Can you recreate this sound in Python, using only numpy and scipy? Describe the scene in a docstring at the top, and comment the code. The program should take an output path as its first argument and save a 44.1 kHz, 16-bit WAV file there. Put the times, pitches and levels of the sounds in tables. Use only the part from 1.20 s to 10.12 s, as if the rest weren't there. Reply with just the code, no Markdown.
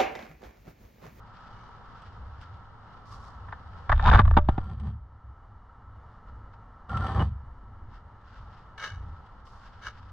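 """A distant site rumbles, and close by clothes rustle and a trowel scoops and smears wet mortar.
The microphone rests on the course of wall being laid. A brick knocks, grinds down through the sand
and is tapped home, duller as it beds, while the wall booms under it. The trowel strikes off the
joint, squeaking as the steel sticks and slips, then goes back to scraping mortar."""
import sys
import numpy as np
from scipy import signal
from scipy.fft import rfft, irfft
from scipy.io import wavfile
from scipy.ndimage import uniform_filter1d

SR = 44100
rng = np.random.default_rng(int(sys.argv[2]) if len(sys.argv) > 2 else 0)


def int16_out(signal):
    """Quantize to a 16-bit WAV file."""
    q = np.round(np.clip(np.atleast_2d(signal).T, -1, 1) * 32767)
    wavfile.write(sys.argv[1], SR, q.astype(np.int16))


N = 393372
T = np.arange(N) / SR
BEDDED_S = 3.25  # from here on the brick sits fast in its mortar
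GRIND_RISE_S, GRIND_FADE_DB_PER_S = 0.0048, 1102

# brick on brick: (t/s, clack/dB, thud/dB, crumbling time/s)
BLOWS = [(2.285, -48.5, -56, 0.0058), (2.325, -37, -59, 0.0056), (2.695, -23.5, -56, 0.0052),
         (2.718, -22, -43, 0.0064), (2.726, -21.5, -43, 0.0029), (2.796, -30.5, -49, 0.0031),
         (2.856, -28, -36, 0.0049), (2.914, -24, -41, 0.005), (2.932, -20.5, -28.5, 0.0069),
         (2.947, -21.5, -34, 0.00049), (2.958, -24, -49, 0.00078), (2.992, -16, -20, 0.0035),
         (3.053, -37.5, -48, 0.0041), (3.078, -36, -50, 0.003), (3.112, -33, -43, 0.0014),
         (3.137, -42, -48, .008), (3.168, -28, -14.5, 0.0023), (3.172, -17, -24, 0.0032),
         (3.183, -28, -21, 0.0047), (3.2867, -27, -16.5, 0.0052), (3.379, -36, -22.5, 0.0053),
         (5.336, -58.5, -69, .006), (5.972, -40, -31, 0.0039), (6.001, -35, -30, 0.0051),
         (6.021, -38, -43, 0.0019)]
# the brick pushed down through sand: (t/s, length/s, final level/dB, swell/dB, sharp grit/dB)
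PUSHES = [(2.733, 0.066, -47.5, 3, -52), (2.804, 0.071, -25, 20, -33), (2.878, 0.015, -20, 3, -28),
          (2.912, 0.056, -24.5, 0.5, -35.5), (2.979, 0.029, -26, 1, -40), (3.03, 0.29, -66, -3.5, -71)]
# the trowel along the joint: (t/s, length/s, final level/dB, swell/dB, sharp grit/dB, brick judder/dB)
JOINT_PASSES = [(3.285, 0.12, -59, -5.5, -63.5, -57.5), (3.393, 0.13, -52, 8.5, -59.5, -41.5),
                (3.566, 0.11, -52, 13.5, -57.5, -36), (5.684, 0.086, -37, 7.5, -47, -34),
                (5.789, 0.13, -36, 5, -44, -40.5), (5.932, 0.084, -31, 11, -44, -27.5)]
# spectra of the brick's body, its gritty edge and loose sand: (f/Hz, level/dB)
BRICK_SPECTRUM = [(100, -28.5), (300, -17), (500, -12.5), (700, -4.5), (950, -1), (1400, -1.5),
                  (1800, -6.5), (2400, -19), (3500, -25.5), (5000, -60), (9000, -75)]
EDGE_SPECTRUM = [(1000, -3.5), (2100, 1.5), (2700, -2.5), (3650, 0), (4250, -13.5), (4800, -14.5),
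                 (5600, -25.5), (7000, -30), (9000, -49.5), (14000, -58.5)]
SAND_SPECTRUM = [(1200, -2.5), (2500, -12.5), (3100, -5.5), (4500, -21.5), (5400, -23), (6100, -25.5),
                 (7000, -35.5), (8200, -25.5), (9500, -38), (11000, -51.5), (14000, -40.5)]
# the brick's resonances: (f/Hz, width/Hz, height/dB)
BRICK_RESONANCES = [(596, 40, 4), (790, 60, 1), (908, 70, 5), (1170, 70, 5), (1555, 40, 5), (1761, 45, 6),
                    (2274, 70, 5), (3690, 80, 6)]
# stereo width at the microphone, wide for the brick, narrow for rubbing: (f/Hz, side minus mid/dB)
WIDE_IMAGE = [(100, -51.5), (300, -7.5), (600, -7), (1200, -3), (1800, -19.5), (3000, -5.5), (6000, 3.5),
              (14000, -17)]
NARROW_IMAGE = [(100, -53), (600, -20), (1600, -29.5), (2800, -5.5), (5000, -1), (14000, -4.5)]


def gain_of(db):
    """Decibels to amplitude."""
    return 10 ** (np.asarray(db) / 20)


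def unit_rms(x):
    """Scales to rms 1."""
    return x / np.sqrt(np.mean(x ** 2) + 1e-20)


def steadied(x, seconds):
    """Holds the running rms near 1, so that the force of the hand sets the level."""
    power = uniform_filter1d(np.atleast_2d(x ** 2).mean(0), max(int(seconds * SR), 2))
    return x / np.sqrt(abs(power) + 1e-12)


def add(mix, s, sound):
    """Mixes a sound in at s seconds."""
    part = mix[:, max(round(s * SR), 0):][:, :sound.shape[1]]
    part += sound[:, :part.shape[1]]


def wander(per_s):
    """A random drift of rms 1."""
    points = rng.standard_normal(8192)
    return unit_rms(np.interp(T * per_s, np.arange(len(points)), points))


def body(spectrum, modes=(), size=8192):
    """Impulse response of a broad spectrum with resonances on it; it falls steeply past the last point."""
    hz = np.fft.rfftfreq(size, 1 / SR)
    f, db = np.transpose(spectrum)
    db = np.interp(np.log(hz + 1), np.log(f + 1), db) - 18 * np.log2(np.maximum(hz / f[-1], 1))
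    for centre, width, height in modes:
        db = db + height / (1 + (2 * (hz - centre) / width) ** 2)
    cepstrum = irfft(np.log(gain_of(db)))
    cepstrum[1:size // 2] *= 2  # folding the cepstrum makes the response causal
    cepstrum[size // 2 + 1:] = 0
    return irfft(np.exp(rfft(cepstrum))) * np.cos(np.linspace(0, np.pi / 2, size)) ** 2


def through(x, response):
    """Passes each row of x through a body."""
    return signal.oaconvolve(x, response[None], axes=1)[:, :x.shape[1]]


def dulled(x, corner_hz):
    """A gentle low-pass."""
    return signal.sosfilt(signal.butter(2, min(corner_hz, SR / 3), fs=SR, output="sos"), x)


def along_wall(response, travel_s):
    """Bending waves spread on the way to the microphone: treble first, 1 kHz after travel_s, bass last."""
    size = 2 * len(response)
    hz = np.fft.rfftfreq(size, 1 / SR)
    turns = 2 * travel_s * np.sqrt(1000 * hz)
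    return irfft(rfft(response, size) * np.exp(-2j * np.pi * turns))[:size // 2]


def at_microphone(pair, image):
    """Two unrelated versions of a sound become mid and side; bass stays central."""
    # balance of the microphone's two ports: (f/Hz, left minus right/dB)
    balance = [(200, 0.5), (650, -0.5), (1000, -1), (1600, 1), (2600, 6), (3500, 5), (4500, -5.5),
               (8000, -1.5), (14000, 2)]
    mid, side = pair[:1], through(pair[1:], body(image))
    left = through(mid + side, body([(f, db / 2) for f, db in balance]))
    right = through(mid - side, body([(f, -db / 2) for f, db in balance]))
    return np.vstack([left, right])


def grains(per_s, spread_db, slips_per_s, slip_db):
    """Two rows of tiny cracks, in clumps as a surface catches and slips."""
    size = gain_of(spread_db * np.minimum(rng.exponential(1, N), 4))
    cracks = rng.random(N) < per_s / SR
    return rng.standard_normal((2, N)) * size * cracks * gain_of(slip_db * wander(slips_per_s))


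def stroke(start, length, db, rise_s, fade_db_per_s, swell_db=0):
    """Gain of one movement: it sets in, moves by swell_db to its level, and dies away."""
    t = T - start
    to_come, over = np.clip(1 - t / length, 0, 1), np.clip(t - length, 0, 2)
    return np.clip(t / rise_s, 0, 1) * gain_of(db - swell_db * to_come - fade_db_per_s * over)


def blade_drag(fade_db_per_s, rise_s=0.013):
    """How hard the trowel strokes shake the brick."""
    return sum(stroke(s, length, db, rise_s, fade_db_per_s, swell)
               for s, length, _, swell, _, db in JOINT_PASSES)


def brick_push(fade_db_per_s):
    """How hard the brick is driven through the sand."""
    return sum(stroke(s, length, db, GRIND_RISE_S, fade_db_per_s, swell)
               for s, length, db, swell, _ in PUSHES)


def distant_site(rumble_db=-52, hum_hz=106, hum_db=-60):
    """Far off: traffic, a low rumble and the wavering hum of an engine."""
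    # spectra of the far traffic and of the rumble: (f/Hz, level/dB)
    traffic_spectrum = [(100, 5.5), (200, 1), (340, -10.5), (450, -6), (660, -7), (780, -0.5), (1200, -1),
                        (1500, -9), (1800, -11), (2300, -24), (3100, -28.5), (4500, -33), (6500, -41),
                        (10000, -53.5), (14000, -56.5)]
    rumble_spectrum = [(8, 1), (30, 4), (55, 6.5), (80, 1.5), (110, 2.5), (145, -25.5), (210, -13.5),
                       (400, -24.5)]
    # peaks and a dip in the traffic: (f/Hz, width/Hz, height/dB)
    traffic_modes = [(940, 39, 4.5), (1320, 92, 10.5), (2584, 240, -11), (2920, 220, 7.5)]
    # the background's level ducks after the loud knocks and slowly recovers: (t/s, level/dB)
    background_levels = [(0, -51.5), (.4, -50.5), (1.3, -52), (2.6, -49.5), (3.8, -60), (4.4, -56),
                         (5.05, -53.5), (6.4, -55), (7.5, -52.5), (8.92, -55)]
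    # its stereo width: (f/Hz, side gain/dB)
    side_spectrum = [(60, -12.5), (120, -19), (240, -12), (490, -14.5), (990, -16), (1990, -12),
                     (4000, 0.5)]
    # it narrows to the centre for a while: (t/s, side gain/dB)
    side_levels = [(2.7, 6), (3.3, -4), (3.8, -32.5), (5.1, -32), (5.6, -10.5), (6.8, -0.5), (8.9, 4)]
    noise = rng.standard_normal((3, N))
    traffic = unit_rms(through(noise[:2], body(traffic_spectrum, traffic_modes)))
    background = traffic * gain_of(np.interp(T, *np.transpose(background_levels)) + 0.51 * wander(12))
    rumble = unit_rms(through(noise[2:], body(rumble_spectrum))) * gain_of(rumble_db - 3 * wander(6))
    engine_turns = np.cumsum(hum_hz * (1 + 0.0062 * wander(12))) / SR
    hum = np.sin(2 * np.pi * engine_turns) * gain_of(hum_db + 4 * wander(26))
    side = through(background[1:], body(side_spectrum))
    side *= gain_of(np.interp(T, *np.transpose(side_levels)))
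    return background[0] + side * np.array([[1], [-1]]) + rumble + hum


def clothes_rustle():
    """Close by, sleeves and gloves rub, swelling and fading with the speed of each swing."""
    # arm swings: (middle t/s, length/s, level/dB)
    swings = [(0.234, 0.48, -58.5), (0.54, 0.28, -68), (0.813, 0.38, -58.5), (1.23, 0.038, -53),
              (1.257, 0.63, -63.5), (1.73, 0.26, -64), (2.27, 0.81, -65.5), (2.632, 0.32, -61.5),
              (4.946, 0.11, -70), (5.09, .05, -67), (5.34, 0.033, -62), (6.75, 0.088, -59),
              (7.14, 0.22, -59), (7.368, 0.22, -62), (7.957, 1, -68), (8.45, 0.15, -61),
              (8.74, 0.57, -59.5)]
    # rubbing fabric: (f/Hz, level/dB)
    cloth = [(600, -1.5), (1400, 30), (2400, 9.5), (3000, 14), (4000, 8.5), (5200, 6.5), (6300, -4),
             (7500, -9), (10000, -26), (13000, -25)]
    fibres = grains(per_s=7300, spread_db=-2, slips_per_s=58, slip_db=2)
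    speed = sum(gain_of(db) / (1 + (2 * (T - s) / length) ** 2) ** 2 for s, length, db in swings)
    return at_microphone(speed * steadied(through(fibres, body(cloth)), 0.11), NARROW_IMAGE)


def grit_ticks(decay_s=0.0066, size=3000):
    """Single crumbs crack or drop."""
    # crumbs of grit: (t/s, level/dB)
    crumbs = [(0.8204, -54), (1.213, -53), (3.497, -60), (3.599, -53), (3.6704, -61), (5.6944, -51),
              (5.7716, -40), (5.8682, -41.5), (7.581, -50), (7.863, -68), (8.063, -64), (8.2683, -58)]
    out, t, sand = np.zeros((2, N)), np.arange(size) / SR, body(SAND_SPECTRUM)
    for s, db in crumbs:
        crack = through(rng.standard_normal((2, size)) * np.exp(-t / decay_s), sand)
        add(out, s, gain_of(db) * crack / crack[:, :size // 16].std())
    return at_microphone(out, NARROW_IMAGE)


def wall_boom(drag_db=5, step_rise_s=0.032, press_rise_s=0.031):
    """Wall and scaffold boom under steps, presses and trowel strokes; a press also rocks the microphone."""
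    # the bricklayer's weight shifts on the scaffold: (t/s, length/s, boom/dB)
    steps = [(0.838, 0.067, -46.5), (0.96, 0.23, -43.5), (1.289, 0.054, -44), (1.887, 0.13, -49),
             (2.122, 0.2, -43.5), (2.402, 0.37, -45.5), (3.91, .04, -50.5), (4.03, 0.097, -46),
             (4.75, .05, -46), (6.475, .11, -50.5), (6.803, 0.051, -45.5), (7.16, 0.096, -45.5),
             (7.703, 0.15, -38.5), (7.845, 0.12, -45.5), (8.577, 0.38, -53)]
    # the hand leans on the brick: (t/s, length/s, boom/dB, microphone rocking/dB)
    presses = [(2.681, 0.098, -23.5, -22), (2.833, 0.12, -20.5, -18), (2.915, 0.023, -19, -31),
               (3.012, .15, -22.5, -20.5), (3.234, 0.067, -35, -35)]
    # spectra of the wall and of the microphone rocking on it: (f/Hz, level/dB)
    wall = [(25, -27), (50, -6), (68, 4.5), (100, -2), (135, -19), (200, -27), (300, -52.5)]
    mount = [(8, -26.5), (25, -6), (40, -2.5), (60, -15.5), (120, -37), (300, -73.5)]
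    # a dip in the wall's boom: (f/Hz, width/Hz, height/dB)
    wall_dip = [(76.5, 5.3, -2)]
    shake = rng.standard_normal((2, N))
    boom = steadied(through(shake[:1], body(wall, wall_dip)), 0.044)
    rock = steadied(through(shake[1:], body(mount)), 0.08)
    force = sum(stroke(s, length, db, step_rise_s, fade_db_per_s=152.5) for s, length, db in steps)
    force += sum(stroke(s, length, db, press_rise_s, fade_db_per_s=111) for s, length, db, _ in presses)
    force += gain_of(drag_db) * blade_drag(fade_db_per_s=99)
    tilt = sum(stroke(s, length, db, press_rise_s, fade_db_per_s=191.5) for s, length, _, db in presses)
    return dulled(force * boom + tilt * rock, corner_hz=330)


def trowel_smears(rise_s=0.0045, fade_db_per_s=169):
    """Wet mortar slides under the blade with a fine sandy hiss."""
    # smearing strokes: (t/s, length/s, final level/dB, swell/dB)
    smears = [(1.851, 0.088, -49, 11), (2, 0.061, -54, 12), (8.25, 0.23, -63.5, -7)]
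    # sliding wet mortar: (f/Hz, level/dB)
    paste = [(700, -17), (1100, 25), (1600, -1), (2500, -9), (3200, -4), (5200, -1), (6500, -9),
             (8000, -15.5), (10000, -22.5), (13500, -29)]
    sand = grains(per_s=7000, spread_db=2.5, slips_per_s=150, slip_db=1)
    force = sum(stroke(s, length, db, rise_s, fade_db_per_s, swell) for s, length, db, swell in smears)
    return at_microphone(force * steadied(through(sand, body(paste)), 0.071), NARROW_IMAGE)


def trowel_scoops(rise_s=0.004):
    """Sand runs over the free blade, which rings faintly."""
    # scoops of mortar: (t/s, length/s, final level/dB, swell/dB, fade/dB per s)
    scoops = [(0.325, 0.099, -60.5, 5, 86), (7.576, 0.07, -33.5, 13.5, 211), (8.614, 0.061, -36, 17.5, 562)]
    # the steel blade: (f/Hz, level/dB), and its peaks and dips: (f/Hz, width/Hz, height/dB)
    blade = [(200, -27), (400, -18), (580, -10), (720, -16.5), (1100, -5.5), (1700, 3), (1950, -11),
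             (2900, -10.5), (3400, -18.5), (5000, -21), (6300, -25.5), (7200, -34.5), (9500, -43.5),
             (12500, -47), (14000, -43)]
    blade_modes = [(1284, 34, 13), (1620, 76, 2.5), (1880, 36, -4), (2250, 130, 13.5), (2470, 280, -20.5),
                   (2950, 64, 12.5), (3790, 130, 11.5), (4300, 180, 3.5), (6040, 460, 8)]
    sand = grains(per_s=6500, spread_db=-1, slips_per_s=220, slip_db=2.5)
    force = sum(stroke(s, length, db, rise_s, fade, swell) for s, length, db, swell, fade in scoops)
    return at_microphone(force * steadied(through(sand, body(blade, blade_modes)), 0.034), NARROW_IMAGE)


def striking_off(rise_s=0.019, fade_db_per_s=505, grit_fade_db_per_s=270.5):
    """The blade shaves wet mortar from the face of the joint."""
    # shaved mortar: (f/Hz, level/dB)
    mortar = [(80, -32.5), (140, -6.5), (210, 5.5), (310, -2), (530, -4), (780, -3), (1200, 6),
              (1600, -13.5), (2200, -18.5), (3500, -27.5), (6000, -58.5)]
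    # resonances of the blade on the joint: (f/Hz, width/Hz, height/dB)
    joint_modes = [(774, 58, 11.8), (1100, 34, 1.9), (1280, 60, 4.1), (1544, 100, 10.4), (1786, 120, 13.5),
                   (3180, 45, 4.2), (3900, 90, 7.9), (4580, 340, 11), (6250, 83, 6)]
    crush = grains(per_s=2800, spread_db=3, slips_per_s=190, slip_db=0.5)
    force = sum(stroke(s, length, db, rise_s, fade_db_per_s, swell)
                for s, length, db, swell, _, _ in JOINT_PASSES)
    grit_force = sum(stroke(s, length, db, rise_s, grit_fade_db_per_s, swell)
                     for s, length, _, swell, db, _ in JOINT_PASSES)
    scrape = force * steadied(through(crush, body(mortar, joint_modes)), 0.053)
    grit = grit_force * steadied(through(crush, body(SAND_SPECTRUM, joint_modes)), 0.02)
    return at_microphone(scrape + grit, NARROW_IMAGE)


def squeaks(jitter=0.0148, flutter_db=1, rise_s=0.0044, fade_db_per_s=789):
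    """Brick or blade sticks and slips in a short, unsteady, gliding tone."""
    # stick-slip glides: (t/s, length/s, first f/Hz, last f/Hz, final level/dB, swell/dB)
    glides = [(2.824, 0.054, 745, 1010, -21.5, 15), (3.298, 0.065, 1360, 1405, -56, 3),
              (3.41, 0.11, 1375, 1367, -58, -3), (5.693, .018, 1370, 1384, -38, 7),
              (5.738, 0.037, 1378, 1320, -31, 6), (5.811, 0.057, 1410, 1325, -39.5, -3.5),
              (5.991, 0.018, 2877, 2950, -40.5, 11)]
    out, unsteady = np.zeros(N), 1 + jitter * wander(380)
    for s, length, first_hz, last_hz, db, swell in glides:
        hz = np.interp(T, [s, s + length], [first_hz, last_hz]) * unsteady
        tone = np.sqrt(2) * np.sin(2 * np.pi * np.cumsum(hz) / SR)
        out += stroke(s, length, db, rise_s, fade_db_per_s, swell) * tone
    return out * gain_of(flutter_db * wander(210))


def brick_judder(push_db=-4):
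    """Pushing the brick, or dragging the blade along it, shakes it on its soft bed."""
    # the brick on its mortar bed: (f/Hz, level/dB)
    bed = [(70, -31), (110, 9.5), (145, 5), (175, -3), (210, 4), (270, -26.5), (400, -21.5)]
    shake = steadied(through(rng.standard_normal((1, N)), body(bed)), 0.017)
    force = blade_drag(fade_db_per_s=212.5) + gain_of(push_db) * brick_push(fade_db_per_s=600)
    return dulled(force * shake, corner_hz=500)


def brick_grind(coarse_db=3):
    """Sand crushed between two bricks rings them; now and then a coarse grain cracks at the edge."""
    crush = grains(per_s=2600, spread_db=5.5, slips_per_s=660, slip_db=1.5)
    cracks = gain_of(coarse_db) * grains(per_s=200, spread_db=0, slips_per_s=120, slip_db=1.5)
    grit_force = sum(stroke(s, length, db, GRIND_RISE_S, GRIND_FADE_DB_PER_S, swell)
                     for s, length, _, swell, db in PUSHES)
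    grind = steadied(through(crush, body(BRICK_SPECTRUM, BRICK_RESONANCES)), 0.0096)
    grit = steadied(through(crush + cracks, body(EDGE_SPECTRUM, BRICK_RESONANCES)), 0.026)
    return at_microphone(brick_push(GRIND_FADE_DB_PER_S) * grind + grit_force * grit, WIDE_IMAGE)


def brick_ring(ring_hz=597, ring_db=-16, t60_s=0.17, size=12000):
    """The loose brick rings briefly after each blow; once it is bedded the mortar damps it."""
    out, t = np.zeros((2, N)), np.arange(size) / SR
    ring = np.sin(2 * np.pi * ring_hz * t) * gain_of(-60 * t / t60_s)
    for s, _, thud_db, _ in BLOWS:
        if s < BEDDED_S:
            add(out, s, gain_of(thud_db + ring_db) * np.array([ring, ring]))
    return out


def brick_knocks(edge_db=-19, crumble=0.42, travel_s=0.002733, size=7000):
    """Each blow is a contact and a brief crumble: the brick clacks, the wall thuds, the edge spits grit."""
    # the struck wall: (f/Hz, level/dB)
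    thud_spectrum = [(30, 10.5), (90, 9), (170, 4), (340, -0.5), (480, -18), (800, -3.5), (2000, -87)]
    loose_hz, bedded_hz, settling_s = 3550, 800, 0.53  # the contact dulls as the brick settles
    out, t = np.zeros((2, N)), np.arange(size) / SR
    brick = along_wall(body(BRICK_SPECTRUM, BRICK_RESONANCES), travel_s)
    wall = along_wall(body(thud_spectrum), travel_s)
    edge = along_wall(body(EDGE_SPECTRUM), travel_s)
    blow = np.array([t == 0, t < 0], float)  # an impulse in the mid, none in the side
    strength = np.sqrt(0.015 * SR)  # the energy of 15 ms at rms 1
    for s, clack_db, thud_db, crumble_s in BLOWS:
        crumbling = np.exp(-t / max(crumble_s, 0.001)) * (1 - np.exp(-t / 0.0018))
        crush = rng.standard_normal((2, size)) * crumbling
        hardness_hz = np.interp(s, [BEDDED_S - settling_s, BEDDED_S], [loose_hz, bedded_hz])
        contact = dulled(blow + crumble * crush, hardness_hz)
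        parts = (contact, brick, clack_db), (blow, wall, thud_db), (crush, edge, clack_db + edge_db)
        for drive, response, db in parts:
            sound = through(drive, response)
            add(out, s - travel_s, gain_of(db) * strength * sound / np.linalg.norm(sound[0]))
    return at_microphone(out, WIDE_IMAGE)


def scene():
    """Brick and trowel close to the microphone, the site far behind."""
    brick = brick_knocks() + brick_ring() + brick_grind() + wall_boom()
    trowel = striking_off() + brick_judder() + trowel_scoops() + trowel_smears()
    return brick + trowel + squeaks() + grit_ticks() + clothes_rustle() + distant_site()


def record(dry):
    """The recorder's band limit, at 14 kHz."""
    low_pass = signal.firwin(511, 14000, window=("kaiser", 9), fs=SR)
    return signal.oaconvolve(dry, low_pass[None], "same")


dry = scene()
out = record(dry)
int16_out(out)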